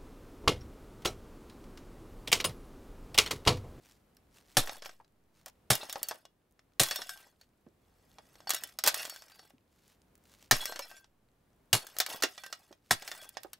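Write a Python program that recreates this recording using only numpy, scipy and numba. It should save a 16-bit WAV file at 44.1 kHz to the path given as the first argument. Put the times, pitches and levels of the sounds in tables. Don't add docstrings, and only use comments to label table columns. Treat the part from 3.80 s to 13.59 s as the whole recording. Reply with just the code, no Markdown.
import sys
import numpy as np
from scipy import signal
from scipy.fft import rfft, irfft
from scipy.io import wavfile
from numba import njit

SR = 44100
rng = np.random.default_rng(int(sys.argv[2]) if len(sys.argv) > 2 else 0)


def int16_out(signal):
    q = np.round(np.clip(np.atleast_2d(signal).T, -1, 1) * 32767)
    wavfile.write(sys.argv[1], SR, q.astype(np.int16))


N = 431738


def undb(db):
    return 10 ** (np.asarray(db) / 20)


def unit(x):
    return x / np.sqrt(np.mean(x ** 2))


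def fall(t, t60):
    return np.exp(-np.log(1000) * t / t60)


def time_s(length_s):
    return np.arange(int(length_s * SR)) / SR


def band(x, lo_hz, hi_hz):
    sos = signal.butter(2, [lo_hz, min(hi_hz, .45 * SR)], "band", fs=SR, output="sos")
    return signal.sosfilt(sos, x)


def hiss(lo_hz, hi_hz):
    return unit(band(rng.standard_normal(N), lo_hz, hi_hz))


def add(out, s, x):
    i = int(s * SR)
    out[..., i:i + x.shape[-1]] += x[..., :N - i]


def grains(rate_hz, spread_db, t60):
    struck = rng.random(N) < rate_hz / SR
    clicks = struck * undb(spread_db * np.minimum(rng.exponential(size=N), 3))
    return unit(signal.lfilter([1], [1, -fall(1 / SR, t60)], clicks))


# from t/s, to t/s, left minus right level/dB
SIDE_SPANS = [(3.8, 4.4, -4), (8.4, 8.95, -4.5), (9.55, 9.7, -8)]


def placed(s, db):
    pan_db = sum(side_db * (start <= s < end) for start, end, side_db in SIDE_SPANS)
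    return undb(db + np.array([[pan_db], [-pan_db]]) / 2)


GARDEN_DB = -64.5
# f/Hz, relative density/dB per Hz
GARDEN_SPECTRUM = [(21, -34), (35, 3), (240, -2), (410, -6), (1280, -16.5), (2420, -22), (5870, -29)]


def garden():
    f = np.maximum(np.fft.rfftfreq(N, 1 / SR), 1)
    hz, db = np.transpose(GARDEN_SPECTRUM)
    shape = undb(np.interp(np.log(f), np.log(hz), db))
    mid, side = rfft(rng.standard_normal((2, N))) * shape
    side = side * np.clip(f / 900, .1, .6)
    return undb(GARDEN_DB) * unit(irfft([mid + side, mid - side], N))


TICKS_DB = -85
# centre t/s, half length/s, level/dB
RUSTLES = [(0.087, 0.072, -61.5), (0.575, 0.04, -58.5), (0.725, 0.061, -62), (1.586, 0.04, -62.5),
           (1.685, 0.014, -49), (3.625, 0.028, -63.5), (5.974, 0.065, -67.5), (6.099, 0.044, -60),
           (6.524, 0.069, -61.5), (6.634, 0.041, -62.5), (9.081, 0.047, -64)]


def rustle():
    t = np.arange(N) / SR
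    swish = sum(undb(db) * np.exp(-((t - s) / half) ** 2) for s, half, db in RUSTLES)
    crackle = 0.95 + grains(270, 4.0, 0.0069)
    brush = unit(crackle * (hiss(600, 6600) + undb(-4.5) * hiss(3500, 17000)))
    ticks = sum(grains(6, 5, .006) * hiss(hz, 3 * hz) for hz in (1500, 3000, 7000))
    return swish * brush + undb(TICKS_DB) * ticks


RATTLE_RISE_S, RATTLE_T60_S = 0.022, 0.27
JOLT_DB, JOLT_T60_S = -20, 0.023
# start t/s, length/s, start level/dB, end level/dB
RATTLE_SPELLS = [(0.792, .14, -44, -42.5), (1.026, 0.08, -42.5, -55), (1.904, 0.46, -43.5, -55),
                 (3.038, 0.43, -34, -58), (4.0, 0.64, -81.5, -66.5), (4.719, 0.17, -44.5, -52),
                 (5.038, 0.024, -30, -29), (5.149, 0.078, -32, -34.5), (5.286, 0.38, -52, -62),
                 (6.725, 0.44, -34.5, -54.5), (7.94, 0.29, -44, -58), (8.281, 0.052, -34, -35.5),
                 (8.438, 0.48, -48.5, -65), (9.1, 0.33, -47, -46.5), (9.524, 0.27, -57, -78)]


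def shaking():
    out, t = np.zeros(N), time_s(1.2)
    for s, length, start_db, end_db in RATTLE_SPELLS:
        slide = undb(start_db + (end_db - start_db) * np.minimum(t / length, 1))
        rise = np.minimum(t / RATTLE_RISE_S, 1)
        add(out, s, rise * slide * fall(np.maximum(t - length, 0), RATTLE_T60_S))
    for s, level_db, _ in CONTACTS:
        add(out, s, undb(level_db + JOLT_DB) * fall(t, JOLT_T60_S))
    return out


TICK_TILT_DB = 0.96
KNOCKS_DB, CLINKS_DB = -3.5, -1.0
# f/Hz, relative level/dB, nominal t60/s
HOUSING_MODES = [(620, -2, .1), (720, -2, .1), (1440, -5, .15), (1570, -2, .45), (1780, -3, .15),
                 (1920, -3, .2), (2350, -4, .15), (2770, -2, .2), (2970, -5, .15), (3360, 1, .4),
                 (3685, -2, .22), (4150, -2, .3), (4470, -1, .35), (5240, -2, .15), (5350, -1, .15),
                 (5485, -1, .2), (6700, -5, .2), (7400, -4, .15), (7920, -4, .15), (8580, -4, .2),
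                 (10150, -6, .12), (11110, -5, .18), (11700, -3, .18), (12700, -5, .15), (13500, -5, .15),
                 (14450, -7, .15)]


def rattle():
    shake = .25 + grains(90, 3.5, .02)
    ticks = 0
    for k, hz in enumerate(1000 * 1.6 ** np.arange(6)):
        piece = shake + 0.96 * grains(45, 3.0, 0.019)
        ticks = ticks + undb(TICK_TILT_DB * k) * piece * hiss(hz, 1.6 * hz)
    plastic = hiss(550, 950) + undb(-6) * hiss(250, 550) + undb(-8) * hiss(1000, 1600)
    knocks = unit(grains(60, 3.0, .045) * plastic)

    modes = list(HOUSING_MODES) * 2
    spread_db = np.repeat([.05, .5], len(HOUSING_MODES))
    detune = undb(spread_db * rng.standard_normal(len(modes)))
    clinks = 0
    for (hz, db, t60), shift in zip(modes, detune):
        r = fall(1 / SR, min(.5 * t60, .14))
        resonator = [1, -2 * r * np.cos(2 * np.pi * hz * shift / SR), r * r]
        ping = signal.lfilter([1], resonator, grains(30, 4.0, 0.0002))
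        clinks = clinks + undb(db) * unit(ping)
    return shaking() * (unit(ticks) + undb(KNOCKS_DB) * knocks + undb(CLINKS_DB) * unit(clinks))


THUMP_T60_S = 0.067
# t/s, f/Hz, level/dB
THUMPS = [(1.2, 796, -43), (1.665, 750, -42), (2.157, 720, -28), (2.31, 770, -26), (3.865, 293, -39.5),
          (4.384, 760, -45), (5.072, 555, -19.5), (5.737, 187, -45), (6.993, 760, -28), (8.311, 700, -31),
          (8.436, 390, -18.5), (8.909, 394, -41), (9.646, 530, -32)]


def thumps():
    out, t = np.zeros((2, N)), time_s(.15)
    for s, hz, db in THUMPS:
        knock = unit(band(rng.standard_normal(len(t)), 0.68 * hz, 1.44 * hz))
        add(out, s, placed(s, db) * knock * fall(t, THUMP_T60_S))
    return out


THUD_RISE_S, THUD_T60_S = .009, .085
SHELL_DB, SOIL_DB = -5, -3.0
SHOVE_S = .06
# t/s, crush level/dB, crush t60/s, thud level/dB,
# microphone shove level/dB, thud f/Hz, shell f/Hz
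BLOWS = [(0.769, -13.5, 0.12, -20, -17.5, 116.3, 729), (1.902, -14.5, 0.14, -17.5, -47.5, 124, 615),
         (2.999, -9.5, 0.13, -22, -33, 129, 722), (6.713, -26.5, 0.23, -18, -19.5, 117.1, 621),
         (7.929, -14.5, 0.14, -17, -40, 112.7, 710), (9.108, -12.5, 0.073, -23.5, -39, 107, 724)]


def blows():
    out, t = np.zeros(N), time_s(.4)
    sheet = hiss(450, 1000) * undb(-5.5) + hiss(820, 6400)
    sheet = sheet + hiss(3300, 4200) * undb(-3.5) + hiss(6200, 12000) * undb(2.5)
    crumple = unit(sheet * (1.6 + grains(400, 1.1, 0.0052)))
    soil = hiss(65, 420)
    swell = 3 * fall(t, THUD_T60_S) * (1 - np.exp(-(t / THUD_RISE_S) ** 2))
    shove = np.sin(np.pi * np.minimum(t / SHOVE_S, 1)) ** 2
    for s, crush_db, crush_t60, thud_db, shove_db, thud_hz, shell_hz in BLOWS:
        i = int(s * SR)
        crush = crumple[i:i + len(t)] * fall(np.maximum(t - .01, 0), crush_t60)
        thud = np.sin(2 * np.pi * thud_hz * t) + undb(SOIL_DB) * soil[i:i + len(t)]
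        thud = thud + undb(SHELL_DB) * np.sin(2 * np.pi * shell_hz * t)
        add(out, s, undb(crush_db) * crush + undb(thud_db) * swell * thud - undb(shove_db) * shove)
    return out


CHOKE_T60_S, RING_ATTACK_S = .09, 0.00089
BEAT_DEPTH, BEAT_SPREAD_HZ = .6, 14
# t/s, level/dB, free ringing/s, ringing f/Hz (one or more)
RINGS = [(.8, -33, .045, 3685, 4140), (1.93, -27, .03, 5230, 3690, 7520), (2.01, -36, .04, 3695, 4100),
         (2.1, -40, .03, 3685, 5455), (2.231, -36, .012, 4525, 5450, 10680),
         (2.286, -33, .02, 11600, 8680, 5380, 13500), (3.04, -33, .07, 3365, 4140),
         (3.112, -30, .02, 5330, 4470, 8600), (3.16, -32, .06, 5470, 3650, 3365, 12700, 7920),
         (3.293, -36, .045, 8560, 5230, 11900, 3685), (3.335, -43, .01, 11600, 8600), (3.3, -42, .15, 1570),
         (4.672, -38, .02, 4500), (4.74, -36, .03, 6690), (4.705, -31, .025, 1425, 4330, 5015),
         (4.76, -37, .03, 3815, 5500), (5.18, -34, .065, 2777), (5.295, -40, .12, 4470, 5490, 6690),
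         (5.52, -55, .07, 4710, 1560), (5.59, -53, .08, 5500, 4480), (6.745, -30, .02, 5470),
         (6.805, -31, .065, 3365, 4140), (6.875, -35, .085, 4190, 1570, 7880),
         (6.89, -39, .01, 11600, 13500), (7.02, -36, .03, 5240, 5475, 4100), (7.1, -46, .14, 1570),
         (7.165, -47, .02, 7240, 11200), (7.96, -36, .07, 4420), (8.577, -44, .05, 1920, 2350),
         (8.636, -43, .09, 1570, 1920), (9.4, -49, .12, 3365, 1570)]


def rings():
    out, t = np.zeros((2, N)), time_s(.3)
    hz, db, t60 = np.transpose(HOUSING_MODES)[:, :, None]
    lucks = rng.standard_normal((len(RINGS), 3, len(hz), 1))
    for (s, level_db, free, *named), luck in zip(RINGS, lucks):
        pitch = hz * undb(.2 * luck[1])
        share_db = db - 17 + 6 * luck[0]
        nearest = abs(np.log(hz / named)).argmin(axis=0)
        pitch[nearest, 0] = named
        share_db[nearest] = db[nearest] + 1 - 2.5 * np.arange(len(named))[:, None]
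        throb = 1 + BEAT_DEPTH * np.cos(2 * np.pi * BEAT_SPREAD_HZ * luck[0] * t + luck[1])
        tone = np.sin(2 * np.pi * pitch * t + 2 * luck[2])
        ring = (undb(share_db) * fall(t, t60 + free) * throb * tone).sum(axis=0)
        choke = fall(np.maximum(t - free, 0), CHOKE_T60_S)
        attack = 1 - np.exp(-t / RING_ATTACK_S)
        add(out, s, ring * choke * attack * placed(s, level_db))
    return out


BASS_DB, BASS_PER_TREBLE = -11, -0.39
CLANK_DB = -14.0
# t/s, crack level/dB, relative treble level/dB
CONTACTS = [(0.3685, -59.5, 4.5), (0.7699, -13, -26.5), (0.8738, -32.5, -37), (0.8941, -30.5, -37),
            (1.022, -35.5, -33), (1.0581, -32.5, -34), (1.0926, -38, -38), (1.2458, -57, -13),
            (1.66, -38.5, 4), (1.904, -11.5, -5.5), (1.953, -29, 14), (2.0316, -38, -54),
            (2.096, -30.5, 0.5), (2.1268, -29, 6), (2.1565, -33, -56), (2.23, -32.5, 17.5),
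            (2.2859, -33, 15), (2.3108, -29, -39), (2.4526, -42, -15), (2.7928, -50, -14.5),
            (2.9963, -15, -1.5), (3.0336, -19.5, 5), (3.0863, -29, 2), (3.1104, -20, -6),
            (3.1588, -25.5, 4.5), (3.218, -29, -19), (3.2926, -28, -2), (3.335, -58, 18),
            (3.3743, -42.5, -2), (3.6128, -47, -1), (4.3846, -47.5, -14), (4.555, -51, -18),
            (4.604, -48.5, -11), (4.6716, -43.5, -58), (4.6939, -29, 5), (4.7045, -19, 3),
            (4.7352, -31.5, 8), (4.7457, -27, 8.5), (4.764, -36.5, 0), (4.8363, -32, 8.5),
            (4.9876, -27.5, 0.5), (5.038, -21, 4), (5.063, -19, 0), (5.0742, -12, 4.5), (5.08, -16, 3),
            (5.1429, -22, 1.5), (5.252, -28, -3.5), (5.2972, -34.5, 9.5), (5.3607, -36.5, -2),
            (5.4211, -39, -5), (5.519, -47, -16), (5.5933, -43, -44), (5.7049, -54, -44), (6.354, -61.5, 9),
            (6.7109, -5, -3), (6.815, -37, 8), (6.8553, -25, 5.5), (6.9228, -33, -31), (6.9595, -29, -14),
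            (6.992, -28.5, 1), (7.1139, -42, -39.5), (7.167, -45.5, -6), (7.2436, -48.5, -34),
            (7.9301, -10, -0.5), (8.0679, -38.5, 7.5), (8.1664, -33.5, -8), (8.1856, -27, 11.5),
            (8.201, -12.5, -2), (8.2629, -25, -1), (8.423, -16.5, -7), (8.4349, -15, -6),
            (8.5784, -35, -32), (8.6362, -32.5, -8), (8.6632, -35.5, -4), (8.7265, -26, -12),
            (8.927, -45, -21), (9.1095, -13, -20), (9.2219, -34, -15), (9.277, -28, -6),
            (9.3152, -27.5, -7), (9.491, -46.5, 16), (9.5699, -32.5, -32), (9.633, -41.5, 7),
            (9.7318, -37, 6)]


def hits():
    out, t = np.zeros((2, N)), time_s(.2)
    bass = hiss(610, 820) + undb(-8) * hiss(400, 800)
    low, middle, treble = hiss(1000, 2200), hiss(3200, 6800), hiss(6000, 26000)
    hz, db, _ = np.transpose(HOUSING_MODES)[:, :, None]
    lucks = rng.standard_normal((len(CONTACTS), 3, len(hz), 1))
    for (s, level_db, treble_db), luck in zip(CONTACTS, lucks):
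        i = min(int(s * SR), N - len(t))
        part = slice(i, i + len(t))
        t60 = 0.089 * undb(0.24 * (level_db + 13.0))

        crack = middle[part] + undb(-5.0 - 0.13 * treble_db) * low[part]
        crack = crack + undb(treble_db + 2.5) * fall(t, t60) * treble[part]
        bass_gain = undb(BASS_DB + BASS_PER_TREBLE * treble_db)
        crack = fall(t, t60) * crack + bass_gain * fall(t, 0.74 * t60) * bass[part]

        mode_db = db + 6.0 * luck[0] * (hz > 1000) + min(treble_db, 0) * (hz > 6000)
        modes = np.sin(2 * np.pi * hz * undb(.3 * luck[1]) * t + 2 * luck[2])
        clank = (undb(mode_db) * modes).sum(axis=0) * fall(t, min(1.6 * t60, .09))

        attack = 1 - np.exp(-t / (0.006 * t60))
        punch = 0.66 + 0.95 * fall(t, 0.18 * t60)
        add(out, s, attack * punch * (crack + undb(CLANK_DB) * clank) * placed(s, level_db))
    return out


def echoes(x, t60, level_db, lo_hz, hi_hz):
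    t = time_s(.25)
    tails = band(rng.standard_normal((2, len(t))), lo_hz, hi_hz) * fall(t, t60)
    tails = unit(tails) / np.sqrt(len(t))
    return undb(level_db) * signal.fftconvolve(x[None], tails, axes=1)[:, :N]


def scene():
    near = hits() + rings() + blows() + rattle() + thumps()
    mid = near.mean(axis=0)
    bright_echo = echoes(mid, 0.075, -27.5, 970, 13000)
    dull_echo = echoes(mid, 0.16, -16, 260, 4900)
    return near + bright_echo + dull_echo + rustle() + garden()


@njit
def duck(x, top, slope, attack, hold, release):
    gain, e, wait = np.empty(len(x)), 0., 0.
    for i in range(len(x)):
        if x[i] > e:
            e, wait = e + (x[i] - e) * attack, hold
        elif wait > 0:
            wait -= 1
        else:
            e -= e * release
        gain[i] = (top / max(e, top)) ** slope
    return gain


DUCK_TOP_DB, DUCK_SLOPE = -32.5, 0.25
ATTACK_S, HOLD_S, RELEASE_S = 0.0056, .35, .3
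COUPLING_HZ, TOP_HZ = 1.1, 15700


def record(dry):
    loudest = abs(dry).max(axis=0)
    gain = duck(loudest, undb(DUCK_TOP_DB) * 1., DUCK_SLOPE,
                1 / (ATTACK_S * SR), HOLD_S * SR, 1 / (RELEASE_S * SR))
    x = np.tanh(1.678 * dry * gain) / 2.484
    pole = np.exp(-2 * np.pi * COUPLING_HZ / SR)
    capacitors = np.tile([1, -1, 0, 1, -pole, 0], (4, 1)).astype(float)
    x = signal.sosfilt(capacitors, x)
    return signal.sosfilt(signal.ellip(10, .2, 80, TOP_HZ, fs=SR, output="sos"), x)


dry = scene()
out = record(dry)
int16_out(out)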